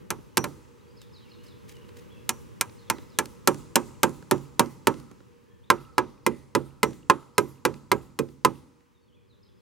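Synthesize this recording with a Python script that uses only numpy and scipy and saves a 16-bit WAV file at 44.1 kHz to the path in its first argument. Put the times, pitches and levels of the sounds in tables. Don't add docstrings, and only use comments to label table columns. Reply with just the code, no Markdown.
import sys
import numpy as np
from scipy import signal
from scipy.io import wavfile

SR = 44100
rng = np.random.default_rng(int(sys.argv[2]) if len(sys.argv) > 2 else 0)


def field_ratio(decibels):
    return 10 ** (np.asarray(decibels, dtype=float) / 20)


def wav_out(sig):
    wavfile.write(sys.argv[1], SR, np.round(np.clip(np.atleast_2d(sig).T, -1, 1) * 32767).astype(np.int16))


N = 423791

# start_s, thud_db (100-600 Hz), clack_db (700-1800 Hz),
# crack_db (5-16 kHz), free_ring_db of the axe head
BLOWS = [(0.1037, -34.5, -23, -21.5, -63), (0.3709, -23.5, -18.5, -16.5, -37),
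         (0.4409, -30.5, -25.5, -28, -60), (2.2914, -39, -23.5, -15, -51.5),
         (2.61, -40.5, -22.5, -15.5, -62), (2.8992, -31.5, -19, -17.5, -53.5),
         (3.187, -29, -18, -15, -59.5), (3.4737, -20.5, -12.5, -11, -51),
         (3.7564, -23, -11.5, -10.5, -54.5), (4.0315, -22.5, -11.5, -12.5, -60),
         (4.3109, -22, -14, -17, -52.5), (4.594, -22, -11.5, -12.5, -56.5),
         (4.8703, -21.5, -13.5, -17, -55), (5.7011, -24.5, -11, -16.5, -56),
         (5.9804, -25.5, -14.5, -23, -60), (6.2639, -23, -20.5, -19.5, -78), (6.55, -22, -18.5, -21.5, -64),
         (6.8303, -22, -17.5, -17, -49), (7.0982, -26, -11.5, -20.5, -63),
         (7.3802, -23, -18.5, -15.5, -56.5), (7.651, -22, -16.5, -19, -59),
         (7.9159, -22.5, -15.5, -19.5, -67.5), (8.189, -23, -28, -26.5, -71),
         (8.448, -23.5, -15, -17.5, -60)]
STAGES_S = [3.3, 5.4]


def rms_one(x):
    return x / np.sqrt(np.mean(x ** 2) + 1e-20)


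def at_hz(table, hz):
    f, *columns = np.transpose(table)
    return [np.interp(np.log(hz), np.log(f), column) for column in columns]


def clicks(s, size):
    out = np.full(N, 1e-18)
    out[np.round(np.asarray(s) * SR).astype(int)] += size
    return out


def dying(x, t60):
    return signal.lfilter([1], [1, -field_ratio(-60 / (max(t60, .002) * SR))], x)


def ring(x, hz, t60):
    r = field_ratio(-60 / (t60 * SR))
    w = 2 * np.pi * hz / SR
    return signal.lfilter([0, np.sin(w)], [1, -2 * r * np.cos(w), r * r], x)


def drift(rate_hz):
    r = np.exp(-80 * np.pi * rate_hz / SR)
    noise = rng.standard_normal(N // 40 + 2002)
    slow = signal.lfilter([1], [1, -2 * r, r * r], noise)[2000:]
    return np.interp(np.arange(N) / 40, np.arange(len(slow)), rms_one(slow))


def bands():
    white = rng.standard_normal((2, 2, N))
    edges = 40 * 2 ** np.arange(0, 8.9, 1 / 3)
    for k, (low, high) in enumerate(zip(edges, edges[1:])):
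        band = signal.butter(2, [low, high], "band", fs=SR, output="sos")
        yield np.sqrt(low * high), rms_one(signal.sosfilt(band, white[k % 2]))


def blows():
    knock_over_db = [0.1, -0.86, 2]
    s, thud, clack, crack, _ = np.transpose(BLOWS)
    knock = (clack + crack) / 2 + np.array(knock_over_db)[np.searchsorted(STAGES_S, s)]
    shake = np.minimum(0.5 + 0.41 * (thud - clack), -1)
    return s, (thud, clack, knock, crack), shake


def colour_db(hz, colour):
    corners = np.log([500, 800, 1500, 2200, 4500, 6000])
    return np.array([np.interp(np.log(hz), corners, [thud, clack, clack, knock, knock, crack])
                     for thud, clack, knock, crack in zip(*colour)])


def steel_spike():
    # pitch_hz, level_db (relative), t60_s
    spike = [(2090, 3, 0.0033), (4100, -1, .007), (5100, 0, 0.0028), (6400, 2.5, 0.0016), (8830, 2, 0.0047),
             (11205, 3.5, 0.0032), (12860, 0.5, 0.0063), (14800, -5.5, 0.0049)]
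    spike_stage_db = [0, -1.5, -4.5]
    late_s = .0008
    s, colour, _ = blows()
    stage_db = np.array(spike_stage_db)[np.searchsorted(STAGES_S, s)]
    out = np.zeros(N)
    for k, (hz, db, t60) in enumerate(spike):
        level_db = colour_db(hz, colour) + db + stage_db + rng.normal(0, 0.67, len(s))
        out += (-1) ** k * ring(clicks(s + late_s, field_ratio(level_db)), hz, t60)
    return out


def boards():
    # pitch_hz, relative levels first_nail_standing_db, first_nail_seated_db,
    # second_nail_db, then t60_s
    board_modes = [(79.9, -12, -25, -26, 0.3), (113.4, -11.5, -17, -20, 0.26), (139, -11, -10, -11.5, 0.58),
                   (187, -2.5, -4.5, -6, 0.11), (235.3, -2.5, 0, -2.5, 0.22), (290, -8, -3.5, -6, 0.17),
                   (336.9, -2.5, -0.5, -0.5, 0.22), (367.4, -2.5, 4, 1.5, 0.17), (425, -0.5, -2, 4, 0.14),
                   (478, -11, -3, 2, 0.097), (529, -8.5, -3, -3.5, 0.15), (575.7, -11, 0.5, -4.5, 0.11),
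                   (786, -9.5, -5, -15.5, .08), (911, -2.5, 1.5, -1, 0.073), (1017, -2, -4, 6.5, 0.06),
                   (1105, -11.5, -7, -5, 0.045), (1302, -9.5, -8, -3, 0.071), (1360, -2.5, -12, -7, 0.042),
                   (1614, -8.5, -13, -7.5, .06), (1745, -10, -13, -16.5, 0.054),
                   (2056, -9.5, -17.5, -8, 0.046), (2115, -15.5, -16, -12.5, 0.024),
                   (2393, -11.5, -17.5, -13, 0.056), (2650, -10.5, -13.5, -12.5, 0.019),
                   (3380, -16, -12.5, -20.5, 0.017)]
    board_late_s = [.001, .001, .0003]
    detune = .025
    s, colour, _ = blows()
    stage = np.searchsorted(STAGES_S, s)
    out = np.zeros(N)
    for k, (hz, *stage_db, t60) in enumerate(board_modes):
        db = colour_db(hz, colour) + np.array(stage_db)[stage]
        db += rng.normal(0, 2.5, len(s))
        late = np.array(board_late_s)[stage] + 0.23 / hz
        polarity = 1 if hz > 700 else (-1) ** k
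        detuning = rng.integers(-1, 2, len(s))
        for shift in (-1, 0, 1):
            struck = clicks(s + late, field_ratio(db) * (detuning == shift))
            out += polarity * ring(struck, hz * (1 + shift * detune), t60)
    return out


def axe_head():
    # pitch_hz, level_db (relative), t60_s
    steel = [(5868, 0, .3), (7250, -12, .15), (11500, -8, .08)]
    t = np.arange(N) / SR
    s, *_, free_ring_db = np.transpose(BLOWS)
    last = np.maximum(np.searchsorted(s, t) - 1, 0)
    since = t - s[last]
    level_db = free_ring_db[last]
    modes = sum(field_ratio(level_db + db - 60 * since / t60) * np.sin(2 * np.pi * hz * since)
                for hz, db, t60 in steel)
    return modes * (since > 0)


def bracket():
    # pitch_hz, width_hz, level_db (relative), t60_s
    bracket_modes = [(1000, 100, -44.5, .8), (1300, 56, -43.5, 0.76), (2030, 140, -48.5, .7),
                     (6800, 200, -53.5, 0.47), (7200, 200, -50, 0.64), (8450, 200, -55, 0.58),
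                     (9300, 250, -53, .5), (10400, 250, -52.5, 0.72), (12000, 250, -53.5, .4),
                     (12700, 250, -53, .35)]
    s, colour, shake = blows()
    out = np.zeros(N)
    for hz, width_hz, db, t60 in bracket_modes:
        favour_db = rng.normal(0, 4.5, len(s))
        level_db = colour_db(hz, colour) + shake * min(hz / 5000, 1) + db + favour_db
        shaken = clicks(s, field_ratio(level_db))
        buzz = rms_one(ring(rng.standard_normal(N), hz, np.log(1000) / (np.pi * width_hz)))
        out += buzz * (dying(shaken, t60) - dying(shaken, 0.024))
    return out


def blips():
    s, (_, _, knock, _), _ = blows()
    late = rng.uniform(.05, .2, (len(s), 5))
    spread_db = rng.normal(0, 4, (len(s), 5))
    size = field_ratio(knock[:, None] - 43 - 40 * late + spread_db)
    out = np.zeros(N)
    for k, bend in enumerate(np.linspace(.9, 1.1, 5)):
        out += ring(clicks(s + late[:, k], size[:, k]), 2600 * bend, .015)
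    return out


def tree_tail(shaken, tail_db, t60, bright):
    tail = dying(shaken, t60) - dying(shaken, .06)
    answer = np.roll(dying(shaken, 0.19) - dying(shaken, 0.097), int(.095 * SR))
    return field_ratio(tail_db + 0.5 * drift(12)) * (tail + bright * answer)


def hand_rustle():
    # start_s, length_s, level_db (relative)
    rustles = [(1.001, 0.085, -61), (1.431, 0.091, -56), (1.677, 0.16, -56.5), (1.88, 0.023, -58),
               (1.958, .1, -55.5)]
    t = np.arange(N) / SR
    strokes = sum(field_ratio(db) * np.clip(np.minimum((t - start) / .01, 1 - (t - start) / length), 0, 1)
                  for start, length, db in rustles)
    return strokes * field_ratio(4.0 * drift(60) - 16)


def wind_and_air(hz, bright, wind_db, air_db, gust):
    # (relative, per Hz)
    air_spectrum = [(21, -45), (35, -7), (121, 6.5), (156, -10), (187, 3.5), (322, -8.5), (375, -0.5),
                    (567, -6.5), (679, -26.5), (753, -17.5), (974, -15.5), (1360, -22.5), (2950, -28),
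                    (15400, -36.5), (16600, -44)]
    level_db = wind_db if hz < 650 else air_db + (1 - bright) * 11 + bright * 6.5
    windy = np.clip(1 - hz / 800, 0, 1)
    lumps_db = windy * (0.5 * gust + 2.5 * drift(19))
    band_db = at_hz(air_spectrum, hz)[0] + 10 * np.log10(hz) - 93.5
    return field_ratio(band_db + level_db + lumps_db)


def contact_and_air():
    # start_s, knock_db, thud_db, crack_db
    rebounds = [(0.1869, -59, -34, -67.5), (0.3774, -8, -45, -11), (1.0161, -38.5, -53, -45.5),
                (1.6925, -38, -62, -47), (1.7672, -42, -51, -54), (1.8899, -38.5, -46, -63.5),
                (1.9684, -45, -48, -57), (2.6957, -35, -63, -63.5), (2.9834, -31.5, -37, -51),
                (3.256, -26, -54, -34), (3.5438, -32, -43, -37.5), (4.0934, -50, -44, -40.5),
                (4.2244, -41, -37, -52), (4.3794, -34.5, -59, -46.5), (4.6593, -37, -50, -43.5),
                (4.9404, -30.5, -60, -47.5), (4.999, -38, -47, -47), (5.113, -45, -32.5, -50),
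                (5.2039, -45, -43, -68), (6.908, -42, -48, -47.5), (6.9311, -37, -50, -53),
                (7.7405, -30.5, -62, -50), (8.2874, -41.5, -55, -71), (8.8059, -51, -56, -68)]
    # pitch_hz, snap_db, snap_t60_s, rattle_db, rattle_t60_s,
    # tail_db from the trees, tail_t60_s
    contact = [(81.5, -28, .05, -21.5, .3, -36.5, 0.92), (302, -10, 0.04, -7.5, 0.27, -31, 1),
               (1030, -10.5, .02, -11.5, .12, -43.5, 0.78), (1250, -9.5, .02, -15.5, 0.14, -43, 0.59),
               (1620, -10.5, 0.015, -25, 0.11, -52.5, 0.13), (2700, -12.5, 0.0071, -20, 0.059, -46, 0.16),
               (4500, -6, 0.0068, -18, 0.044, -50.5, 0.77), (7000, -8, 0.0088, -17, 0.055, -55, 1.1),
               (10800, -7.5, 0.0061, -13.5, 0.037, -43, 0.25), (13700, -11, 0.0057, -18.5, .04, -46.5, .3),
               (16000, -16.5, .008, -27, .04, -50.5, .3)]
    # pitch_hz, correlation (-1 to 1)
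    likeness = [(60, -0.47), (150, -0.61), (380, -0.5), (950, -0.27), (2380, 0.64), (5980, 0.7),
                (15000, 0.25)]
    s, colour, shake = blows()
    tick_s, tick_knock, tick_thud, tick_crack = np.transpose(rebounds)
    tick_colour = (tick_thud, (tick_thud + tick_knock) / 2 - 4, tick_knock - 8, tick_crack)
    wind_db, air_db = background_db()
    rustle = hand_rustle()
    gust = drift(3)
    chatter = field_ratio(0.5 * drift(150))
    near, far = np.zeros(N), np.zeros((2, N))
    for hz, (mid, side) in bands():
        snap_db, snap_t60, rattle_db, rattle_t60, tail_db, tail_t60 = at_hz(contact, hz)
        bright = np.clip(np.log2(hz / 2000) / 2, 0, 1)
        hit_db = colour_db(hz, colour)
        hits = clicks(s, field_ratio(hit_db))
        ticks = clicks(tick_s, field_ratio(colour_db(hz, tick_colour)))

        snap = field_ratio(snap_db) * dying(hits + field_ratio(1.5) * ticks, snap_t60)
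        rattle = field_ratio(rattle_db) * dying(hits, rattle_t60) * chatter
        rise = 1 - np.exp(-1 / (SR * (0.001 + 0.43 / hz)))
        struck = signal.lfilter([rise], [1, rise - 1], snap + rattle)
        struck = struck + rustle * (hz > 1500)
        near += mid * struck

        uneven_db = rng.normal(0, 2.5, len(s))
        shaken = clicks(s, field_ratio(hit_db + shake * np.clip(hz / 5000, 0, 1) + uneven_db))
        tail = tree_tail(shaken, tail_db, tail_t60, bright)
        floor = wind_and_air(hz, bright, wind_db, air_db, gust)
        alike = np.clip(at_hz(likeness, hz)[0], -.9, .95)
        wide = floor * np.sqrt((1 - alike) / (1 + alike))
        wide = wide + .45 * tail + .22 * struck * (hz > 1500)
        far += mid[::-1] * (floor + tail) + side * wide * [[1], [-1]]
    return near, far


def bird_echoes(song):
    t = np.arange(SR // 2) / SR
    echoes = rng.standard_normal(len(t)) + 0.19 * rng.standard_normal((2, len(t)))
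    echoes *= field_ratio(-33.5 - 60 * t / .6) * (t > .012)
    return signal.fftconvolve(song[None], echoes, axes=1)[:, :N]


def birds():
    # time_s into the note, pitch_hz, level_db (relative)
    whistle = [(0, 5043, -15.5), (.012, 5197, 1.5), (.02, 4552, -1.5), (.034, 4100, 2), (0.066, 3592, -3.5),
               (.095, 3180, -12.5), (0.114, 3050, -31.5)]
    # start_s, notes (count), spacing_s, level_db (relative)
    phrases = [(.962, 4, .1635, -62.5), (2.765, 3, .162, -65), (5.921, 2, .309, -77), (7.34, 1, .16, -71.5),
               (9.27, 3, .151, -74)]
    # start_s, length_s, from_hz, to_hz, level_db (relative)
    short_notes = [(0.795, 0.061, 3700, 4500, -74), (.85, 0.12, 4500, 5100, -72),
                   (.845, .02, 3496, 2900, -71), (1.213, .07, 3470, 2476, -67),
                   (1.273, 0.078, 2000, 3540, -69), (1.35, .08, 2607, 3010, -69),
                   (1.744, 0.033, 3070, 2800, -61), (1.81, 0.023, 2673, 3290, -65),
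                   (1.838, 0.024, 2820, 2800, -67), (2.09, 0.022, 2800, 3375, -65),
                   (2.11, 0.04, 3450, 3230, -60.5), (2.14, 0.069, 2693, 2650, -64),
                   (2.87, 0.018, 3770, 3270, -59), (5.46, 0.08, 1687, 1786, -69),
                   (5.475, .06, 3400, 3210, -73.5), (5.619, .035, 2700, 3950, -69.5),
                   (5.66, 0.04, 3930, 4000, -71), (8.947, 0.043, 3820, 3540, -74),
                   (9.012, 0.035, 4600, 4320, -75), (9.074, 0.044, 3590, 2790, -76),
                   (9.125, 0.037, 2978, 3600, -69), (9.16, 0.04, 2580, 2200, -78),
                   (9.453, 0.046, 3040, 3410, -76)]
    note_swell_db = [-8.5, -2.5, -2, -15.5]
    songs = [(s + k * spacing, db, whistle)
             for s, notes, spacing, db in phrases for k in range(round(notes))]
    share = np.array([0, 1, 4, 5]) / 5
    for s, length, from_hz, to_hz, db in short_notes:
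        glide_hz = from_hz + share * (to_hz - from_hz)
        songs.append((s, db, np.transpose([share * length, glide_hz, note_swell_db])))
    out = np.zeros(N + SR)
    for s, db, shape in songs:
        into, hz, swell_db = np.transpose(shape)
        t = np.arange(int(into[-1] * SR)) / SR
        tone = np.sin(2 * np.pi * np.cumsum(np.interp(t, into, hz)) / SR)
        out[int(s * SR):][:len(t)] += field_ratio(db + np.interp(t, into, swell_db)) * tone
    song = out[:N] * field_ratio(4.5 * drift(60))
    return song + bird_echoes(song)


def background_db():
    # time_s, wind_db, air_db (also hum and whine), relative
    background = [(0, 10.5, 1), (.09, 6, -2), (.65, -2, -1.5), (.94, 4.5, -1.5), (1.2, 4, 0),
                  (1.92, 8, 2.5), (2.27, 8, 2), (5.251, -3, -3.5), (5.6, -1, -6.5), (8.85, -17, -9),
                  (9.09, -5, -12), (9.6, -3.5, -9)]
    s, *levels = np.transpose(background)
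    return [np.interp(np.arange(N) / SR, s, db) for db in levels]


def hum():
    hum_hz, width_hz, whine_hz = 477.9, 15, 15735
    t60 = np.log(1000) / (np.pi * width_hz)
    tone = rms_one(ring(ring(rng.standard_normal(N), hum_hz, t60), hum_hz, t60))
    whine = np.sin(2 * np.pi * whine_hz * np.arange(N) / SR) * field_ratio(-87 + 1.5 * drift(8))
    return (tone * field_ratio(-63) + whine) * field_ratio(background_db()[1])


def scene():
    near, far = contact_and_air()
    near = near + boards() + steel_spike() + axe_head() + bracket() + blips()
    near = signal.sosfilt(signal.butter(4, 92, "high", fs=SR, output="sos"), near)
    r = np.exp(-2 * np.pi * 900 / SR)
    left = near - 0.9 * signal.lfilter([1 - r], [1, -r], near)
    right = signal.lfilter([.7, .3], [1], near)
    work = np.array([left, right]) * field_ratio([[1.0], [1.5]])
    total = work + far + hum() * field_ratio([[-5], [3]]) + birds()
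    dip_hz, dip_width_hz, dip_share = 686, 310, 0.83
    dip = signal.lfilter(*signal.iirpeak(dip_hz, dip_hz / dip_width_hz, fs=SR), total)
    return total - dip_share * dip


def band_limit(x):
    return signal.sosfilt(signal.butter(12, 16770, fs=SR, output="sos"), x)


def record(dry):
    # pitch_hz, width_hz, share added (ratio)
    housing = [(2700, 750, 0.52), (6240, 2000, 0.33), (7640, 310, 0.096), (9800, 1200, 0.22),
               (11700, 160, 0.27)]
    x = signal.sosfilt(signal.butter(2, 45, "high", fs=SR, output="sos"), dry)
    x = signal.sosfilt(signal.butter(8, 16500, fs=SR, output="sos"), x)
    for hz, width_hz, share in housing:
        x = x + share * signal.lfilter(*signal.iirpeak(hz, hz / width_hz, fs=SR), x)
    return band_limit(np.clip(x, -1, 1))


dry = scene()
out = record(dry)
wav_out(out)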